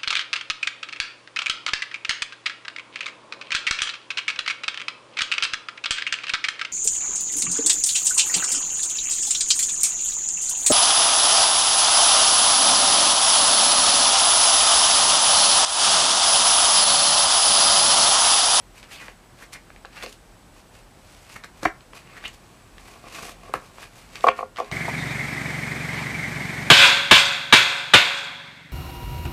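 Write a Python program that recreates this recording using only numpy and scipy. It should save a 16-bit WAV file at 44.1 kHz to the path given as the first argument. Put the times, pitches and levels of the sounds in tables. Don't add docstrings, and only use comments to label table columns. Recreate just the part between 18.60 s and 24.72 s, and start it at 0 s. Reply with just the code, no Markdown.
import sys
import numpy as np
from scipy import signal
from scipy.fft import rfft, irfft
from scipy.io import wavfile
from scipy.ndimage import uniform_filter1d

SR = 44100
rng = np.random.default_rng(int(sys.argv[2]) if len(sys.argv) > 2 else 0)


def bounce(signal):
    frames = np.transpose(np.atleast_2d(signal))
    limited = np.clip(frames, -1, 1)
    pcm = np.round(limited * 32767).astype(np.int16)
    wavfile.write(sys.argv[1], SR, pcm)


N = 269892
TIME, FREQ = np.arange(N) / SR, np.fft.rfftfreq(N, 1 / SR)

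# pitch_hz, level_db
EDGE_HISS = [(1000, -13), (3000, 5), (4500, 5), (7000, 4), (9500, 0.5), (12000, -3.5), (15000, -10.5)]
# pitch_hz, level_db, ring_s (time to fade by 60 dB)
TABLE_NOTES = [(231.2, -16, 0.18), (416.7, -23.5, 0.23), (497.3, -15, 0.1), (521.8, -10.5, 0.15),
               (673, -10, 0.025), (722, 0.5, 0.039), (810, -5.5, 0.039), (1102, 2.5, 0.038),
               (1147, -4.5, 0.05), (1404, -23, 0.27), (1827, -24, 0.18), (2000, -8, 0.022),
               (2384, -2, 0.024), (2633, -18, 0.029)]


def amp(db):
    return 10 ** (np.asarray(db) / 20)


def unit(x):
    return x / np.sqrt(np.mean(x ** 2) + 1e-20)


def read(points, hz):
    pitches, values = np.transpose(points)
    return np.interp(np.log(hz + 1), np.log(pitches + 1), values)


def add(mix, start_s, sound):
    part = mix[max(round(start_s * SR), 0):][:len(sound)]
    part += sound[:len(part)]


def colour(x, tone):
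    return unit(irfft(rfft(x) * amp(read(tone, FREQ)), N))


def ring(notes, t):
    return sum(amp(db - 60 * t / ring_s) * np.sin(2 * np.pi * hz * t) for hz, db, ring_s in notes)


def resonate(x, hz, width_hz):
    turn = np.exp(2j * np.pi * np.cumsum(hz) / SR)
    decay = np.exp(-np.pi * width_hz / SR)
    band = signal.lfilter([(1 - decay) ** 2], [1, -2 * decay, decay ** 2], x / turn)
    return 2 * (turn * band).real


def swell(t, length_s, rise_share, shape):
    from_peak = np.maximum(-t / (rise_share * length_s), t / ((1 - rise_share) * length_s))
    return np.exp(-from_peak ** shape)


def friction(grain_db, per_s, smooth):
    sizes = amp(grain_db * np.minimum(rng.exponential(1, N), 4))
    slips = (rng.random(N) < per_s / SR) * rng.choice([-1, 1], N) * sizes
    return unit(unit(slips) + smooth * rng.standard_normal(N))


def room_tone():
    # pitch_hz, level_db
    air_tone = [(12, -20), (20, 9), (64, -9.5), (103, -5.5), (135, -8.5), (169, -8), (328, -13), (357, -12),
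                (409, -15), (774, -14.5), (914, -16), (2280, -24), (7300, -31), (7930, -29), (15000, -40.5)]
    # pitch_hz, width_hz, level_db
    hums = [(40.5, 11, -58), (121.3, 5.5, -66.5), (7900, 92, -72)]
    out = amp(-48.92) * colour(rng.standard_normal(N), air_tone)
    for hz, width_hz, db in hums:
        band = 1 / (1 + (2 * (FREQ - hz) / width_hz) ** 2)
        out += amp(db) * unit(irfft(rfft(rng.standard_normal(N)) * band, N))
    return out


def hand_pushes():
    # fastest_s, length_s, rasp_db, hiss_db, rub_db (the last two are added to rasp_db)
    pushes = [(0.177, 0.059, -47, -3.5, -16), (0.241, 0.027, -44.5, -13, -21), (0.335, 0.077, -43, -3, -26),
              (0.445, 0.12, -46.5, -3.5, -3), (0.817, 0.082, -51, -2, -3), (0.935, 0.018, -40, 2, -16),
              (1.375, 0.085, -40.5, -10.5, -24), (1.434, 0.025, -38, -2.5, -4.5),
              (1.493, 0.033, -52, 6.5, -3), (1.972, 0.078, -57.5, 1, 1), (2.164, 0.096, -53.5, -2.5, -13),
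              (2.53, 0.25, -56, 1, -20), (2.723, 0.095, -47, -2.5, -29), (2.99, 0.088, -55, -2, -4),
              (3.366, 0.065, -45.5, -3.5, -8), (3.565, 0.23, -47.5, -15, -9), (3.663, 0.037, -44.5, -3, -3),
              (3.741, 0.018, -58.5, 9, -14), (3.89, 0.39, -61, -1.5, -1), (4.29, 0.25, -51.5, -2, 0.5),
              (4.477, 0.063, -47.5, -6.5, 3.5), (4.556, 0.074, -37.5, -5, -8.5),
              (4.649, 0.12, -43.5, 0, 0.5), (4.694, 0.039, -48, 1.5, 3.5), (4.85, 0.17, -53, -5, 4.5),
              (5.032, 0.14, -56, 0, 4.5), (5.214, 0.11, -46, -3, -4.5), (5.398, 0.14, -51.5, -1.5, -6),
              (5.567, 0.12, -46, -3, -3), (5.782, 0.093, -42, -8.5, -5), (6.065, 0.11, -47, -7.5, 3)]
    levels = np.zeros((3, N))
    for fastest_s, length_s, db, hiss_db, rub_db in pushes:
        near = abs(TIME - fastest_s) < 2 * length_s
        speed = swell(TIME[near] - fastest_s, length_s, rise_share=0.48, shape=1.78)
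        levels[:, near] += amp([[db], [db + hiss_db], [db + rub_db]]) * speed
    return levels


def slides(rasp_level, hiss_level, rub_level, waver_db=2.0):
    # pitch_hz, level_db
    rasp_tone = [(200, -14.5), (600, -6.5), (1200, -3), (1800, -3), (2600, -0.5), (3400, -12), (4500, -11),
                 (7000, -27), (15000, -44)]
    grip = amp(waver_db * unit(uniform_filter1d(rng.standard_normal(N), size=400)))
    rasp = colour(friction(grain_db=4.5, per_s=3000, smooth=0.61), rasp_tone)
    hiss = colour(friction(grain_db=8.5, per_s=6600, smooth=1.0), EDGE_HISS)
    rub = friction(grain_db=5.0, per_s=810, smooth=0.58)
    wood = unit(signal.fftconvolve(rub, ring(TABLE_NOTES, TIME[:SR // 4]))[:N])
    return grip * (amp(-3.5) * rasp_level * rasp + amp(-2.5) * hiss_level * hiss
                   + amp(-1) * rub_level * wood)


def corner_ticks(rasp_level, chances_per_s=14, spread_db=2, chance_hz=3760, fade_s=0.00074):
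    # start_s, level_db (as if the tick lasted one millisecond), pitch_hz
    timed_ticks = [(0.2294, -37, 3400), (0.4826, -30.5, 2020), (0.491, -43, 1480), (1.103, -35, 1420),
                   (1.162, -37.5, 1790), (1.2490, -29.5, 1180), (1.2543, -38, 3660), (1.4256, -27.5, 2370),
                   (1.462, -28, 2870), (2.6983, -39, 1760), (2.7649, -31, 1700), (2.838, -32.5, 2980),
                   (3.0322, -29.5, 5100), (3.052, -27.5, 3600), (3.2076, -43.5, 2870),
                   (3.3339, -33.5, 1630), (3.6402, -29.5, 1810), (3.6802, -34.5, 6060),
                   (4.182, -36.5, 2370), (4.9382, -30, 8000), (4.9393, -13, 1170), (5.184, -32, 1200),
                   (5.23, -32.5, 1620), (5.5563, -27, 2950), (5.6080, -34, 3200), (5.671, -28.5, 5260),
                   (5.686, -28, 3580), (5.961, -32.5, 2280), (5.9695, -28, 2520), (5.977, -28, 2200),
                   (6.001, -31, 3500), (6.046, -39, 3000), (6.115, -24, 2900)]
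    caught = np.flatnonzero((rng.random(N) < chances_per_s / SR) & (rasp_level > amp(-60)))
    caught_db = 20 * np.log10(rasp_level[caught]) + spread_db * rng.standard_normal(N)[caught]
    chance_ticks = [(start_s, db, chance_hz) for start_s, db in zip(TIME[caught], caught_db)]
    out, t = np.zeros(N), TIME[:2048]
    for start_s, db, hz in timed_ticks + chance_ticks:
        slip = 0.44 * rng.standard_normal(len(t)) * (t / fade_s) * np.exp(-t / fade_s)
        slip[0] = 1
        bending_card = signal.lfilter(*signal.iirpeak(hz, Q=0.77, fs=SR), slip)
        tick = signal.lfilter(*signal.butter(2, 1.42 * hz, fs=SR), bending_card)
        add(out, start_s, amp(db) * tick * np.sqrt(SR / 1000) / np.linalg.norm(tick))
    return out


def swishes():
    # loudest_s, level_db, length_s, pitch_hz, glide_octaves_per_s, hiss_db (added to level_db)
    scrapes = [(0.332, -44, 0.056, 2600, 17, -15), (0.413, -39, 0.05, 2180, -12, -22),
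               (0.826, -42, 0.025, 1720, 0, -6), (0.953, -36.5, .019, 2030, -4, -22),
               (1.415, -40, 0.022, 1800, -6, -17), (1.528, -47, 0.0076, 3320, 2, 4.5),
               (2.763, -33.5, 0.0091, 1750, -27, -11.5), (2.845, -32.5, 0.0077, 1550, -19, -10),
               (3.038, -34.5, 0.018, 1740, -7, -4), (3.056, -13, 0.0029, 1650, -8, -19),
               (3.574, -41, 0.037, 1900, 16, -14), (3.656, -26, 0.014, 2760, 10, -20),
               (4.592, -38, 0.015, 1180, 0, -10), (4.954, -31, 0.024, 1250, -12, -18),
               (5.562, -37.5, .012, 2380, 1, -10), (5.642, -36, 0.027, 2460, 19, -5),
               (5.688, -15.5, 0.0036, 2440, 2, -26), (5.793, -36, .008, 2230, 0, -18),
               (5.989, -34.5, 0.021, 2080, 20, -8.5)]
    scrape_tone = [(100, 11), (500, 2), (2800, -4.5), (4500, -4.0), (15000, -28)]  # pitch_hz, level_db
    scrape = colour(friction(grain_db=2.5, per_s=9100, smooth=0.47), scrape_tone)
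    hiss = colour(friction(grain_db=2.5, per_s=1300, smooth=0.65), EDGE_HISS)
    out = np.zeros(N)
    for loudest_s, db, length_s, hz, glide, hiss_db in scrapes:
        near = abs(TIME - loudest_s) < 0.1
        t = TIME[near] - loudest_s
        gap_hz = hz * 2 ** np.clip(glide * t, -1, 1)
        air_gap = unit(resonate(scrape[near], gap_hz, width_hz=1050))
        loudness = amp(db) * swell(t, length_s, rise_share=0.46, shape=0.86)
        out[near] += loudness * (air_gap + amp(hiss_db) * hiss[near])
    return out


def blows(hits, notes, rattle_s, press_s, low_cut_hz):
    out, t = np.zeros(N), TIME[:SR // 4]
    low_cut = signal.butter(4, low_cut_hz, "high", fs=SR, output="sos")
    for start_s, db, brightness_hz, rattle_db in hits:
        rattle = amp(rattle_db) * rng.standard_normal(len(t)) * np.exp(-t / rattle_s)
        strike = (ring(notes, t) + rattle) * (1 - np.exp(-t / press_s))
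        contact = signal.butter(3, brightness_hz, fs=SR, output="sos")
        blow = signal.sosfilt(low_cut, signal.sosfilt(contact, strike))
        add(out, start_s, amp(db) * blow / abs(blow).max())
    return out


def table_knocks():
    # start_s, level_db,
    # brightness_hz, rattle_db
    hits = [(0.484, -34.5, 900, 20), (1.252, -36, 1030, -1), (1.437, -28.5, 410, -11),
            (1.463, -30, 423, -12), (4.893, -34, 540, -14), (4.9392, -24, 1420, 35),
            (4.942, -25.5, 420, -8), (5.6410, -3, 1140, -25), (5.6668, -4.5, 1580, -15),
            (5.6732, -5, 1500, -12), (5.6775, -17, 1490, -17), (5.6820, -11, 2310, 18),
            (5.6850, 1, 2580, 4), (5.7893, -15, 1930, 2), (5.8066, -19.5, 1300, -13),
            (5.8278, -15, 1143, -17), (5.9843, -18, 2000, 11.5), (5.9903, -20.5, 1840, 3),
            (6.0005, -11.5, 950, -18), (6.0165, -20.5, 615, 6), (6.0245, -25.5, 990, -12),
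            (6.112, -25, 1020, 11)]
    return blows(hits, TABLE_NOTES, rattle_s=0.003, press_s=0.00071, low_cut_hz=354)


def card_slaps():
    # start_s, level_db, brightness_hz, rattle_db
    hits = [(3.029, -20.5, 790, 24), (3.0522, -14, 2600, 5), (3.0548, -6, 1120, -17), (3.0578, -8, 1910, 4),
            (4.9388, -21, 1180, -7)]
    # pitch_hz, level_db, ring_s
    slap_notes = [(151, -26, 0.058), (325, -12, 0.096), (404, -12.5, 0.067), (606, -15, 0.065),
                  (747, 5, 0.027), (984, 2.5, 0.012), (1140, 10.5, 0.012), (1370, -3.5, 0.023),
                  (1780, -1.5, 0.042), (2070, 7, 0.027), (2290, 9, 0.019), (2900, -12, 0.012)]
    return blows(hits, slap_notes, rattle_s=0.0049, press_s=0.00049, low_cut_hz=127)


def room_echo(x, build_s=0.006):
    # pitch_hz, fade_s
    fade_times = [(150, 0.11), (500, 0.12), (1200, 0.26), (2500, 0.15), (6000, 0.19), (14000, 0.095)]
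    # pitch_hz, level_db
    echo_tone = [(150, -15), (500, -2), (1100, -9.5), (2300, -2.5), (5000, -4.5), (14000, -2.5)]
    size = SR // 2
    bounces = rng.choice([-1., 1.], size) * (rng.random(size) < 0.12)
    bounces *= 1 - np.exp(-(TIME[:size] / build_s) ** 2)
    hz, t, bands = signal.stft(unit(bounces), SR, nperseg=256)
    fade_rate = np.log(1000) / read(fade_times, hz)[:, None]
    fade = np.exp(-fade_rate * t) * np.sqrt(2 * fade_rate / SR)
    tail = signal.istft(bands * fade * amp(read(echo_tone, hz))[:, None], SR, nperseg=256)[1]
    return signal.fftconvolve(x, tail)[:N]


def scene():
    rasp_level, hiss_level, rub_level = hand_pushes()
    paper = slides(rasp_level, hiss_level, rub_level) + swishes() + corner_ticks(rasp_level)
    slaps, knocks = card_slaps(), table_knocks()
    echo = room_echo(amp(-1) * paper + amp(-4.5) * slaps + amp(-8) * knocks)
    out = paper + slaps + knocks + echo + room_tone()
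    add(out, 0.0295, amp(-22) * (slaps + knocks))
    return out[None]


def record(dry, dip_above_db=-13.5, dip_share=0.39, recover_db_per_s=6, react_s=0.04):
    heard = signal.sosfilt(signal.butter(8, 36, "high", fs=SR, output="sos"), dry)
    power_db = 10 * np.log10(abs(uniform_filter1d(heard[0] ** 2, size=441)) + 1e-12)
    recovery_db = recover_db_per_s * TIME
    held_peak_db = np.maximum.accumulate(power_db + recovery_db) - recovery_db
    over_db = np.maximum(held_peak_db - dip_above_db, 0)
    lag = np.exp(-1 / (react_s * SR))
    dip_db = dip_share * signal.lfilter([1 - lag], [1, -lag], over_db)
    clipped = np.clip(heard / amp(dip_db), -1, 1)
    treble_cut = signal.firwin(511, cutoff=15200, window=("kaiser", 9), fs=SR)
    return signal.oaconvolve(clipped, treble_cut[None], "same")


dry = scene()
out = record(dry)
bounce(out)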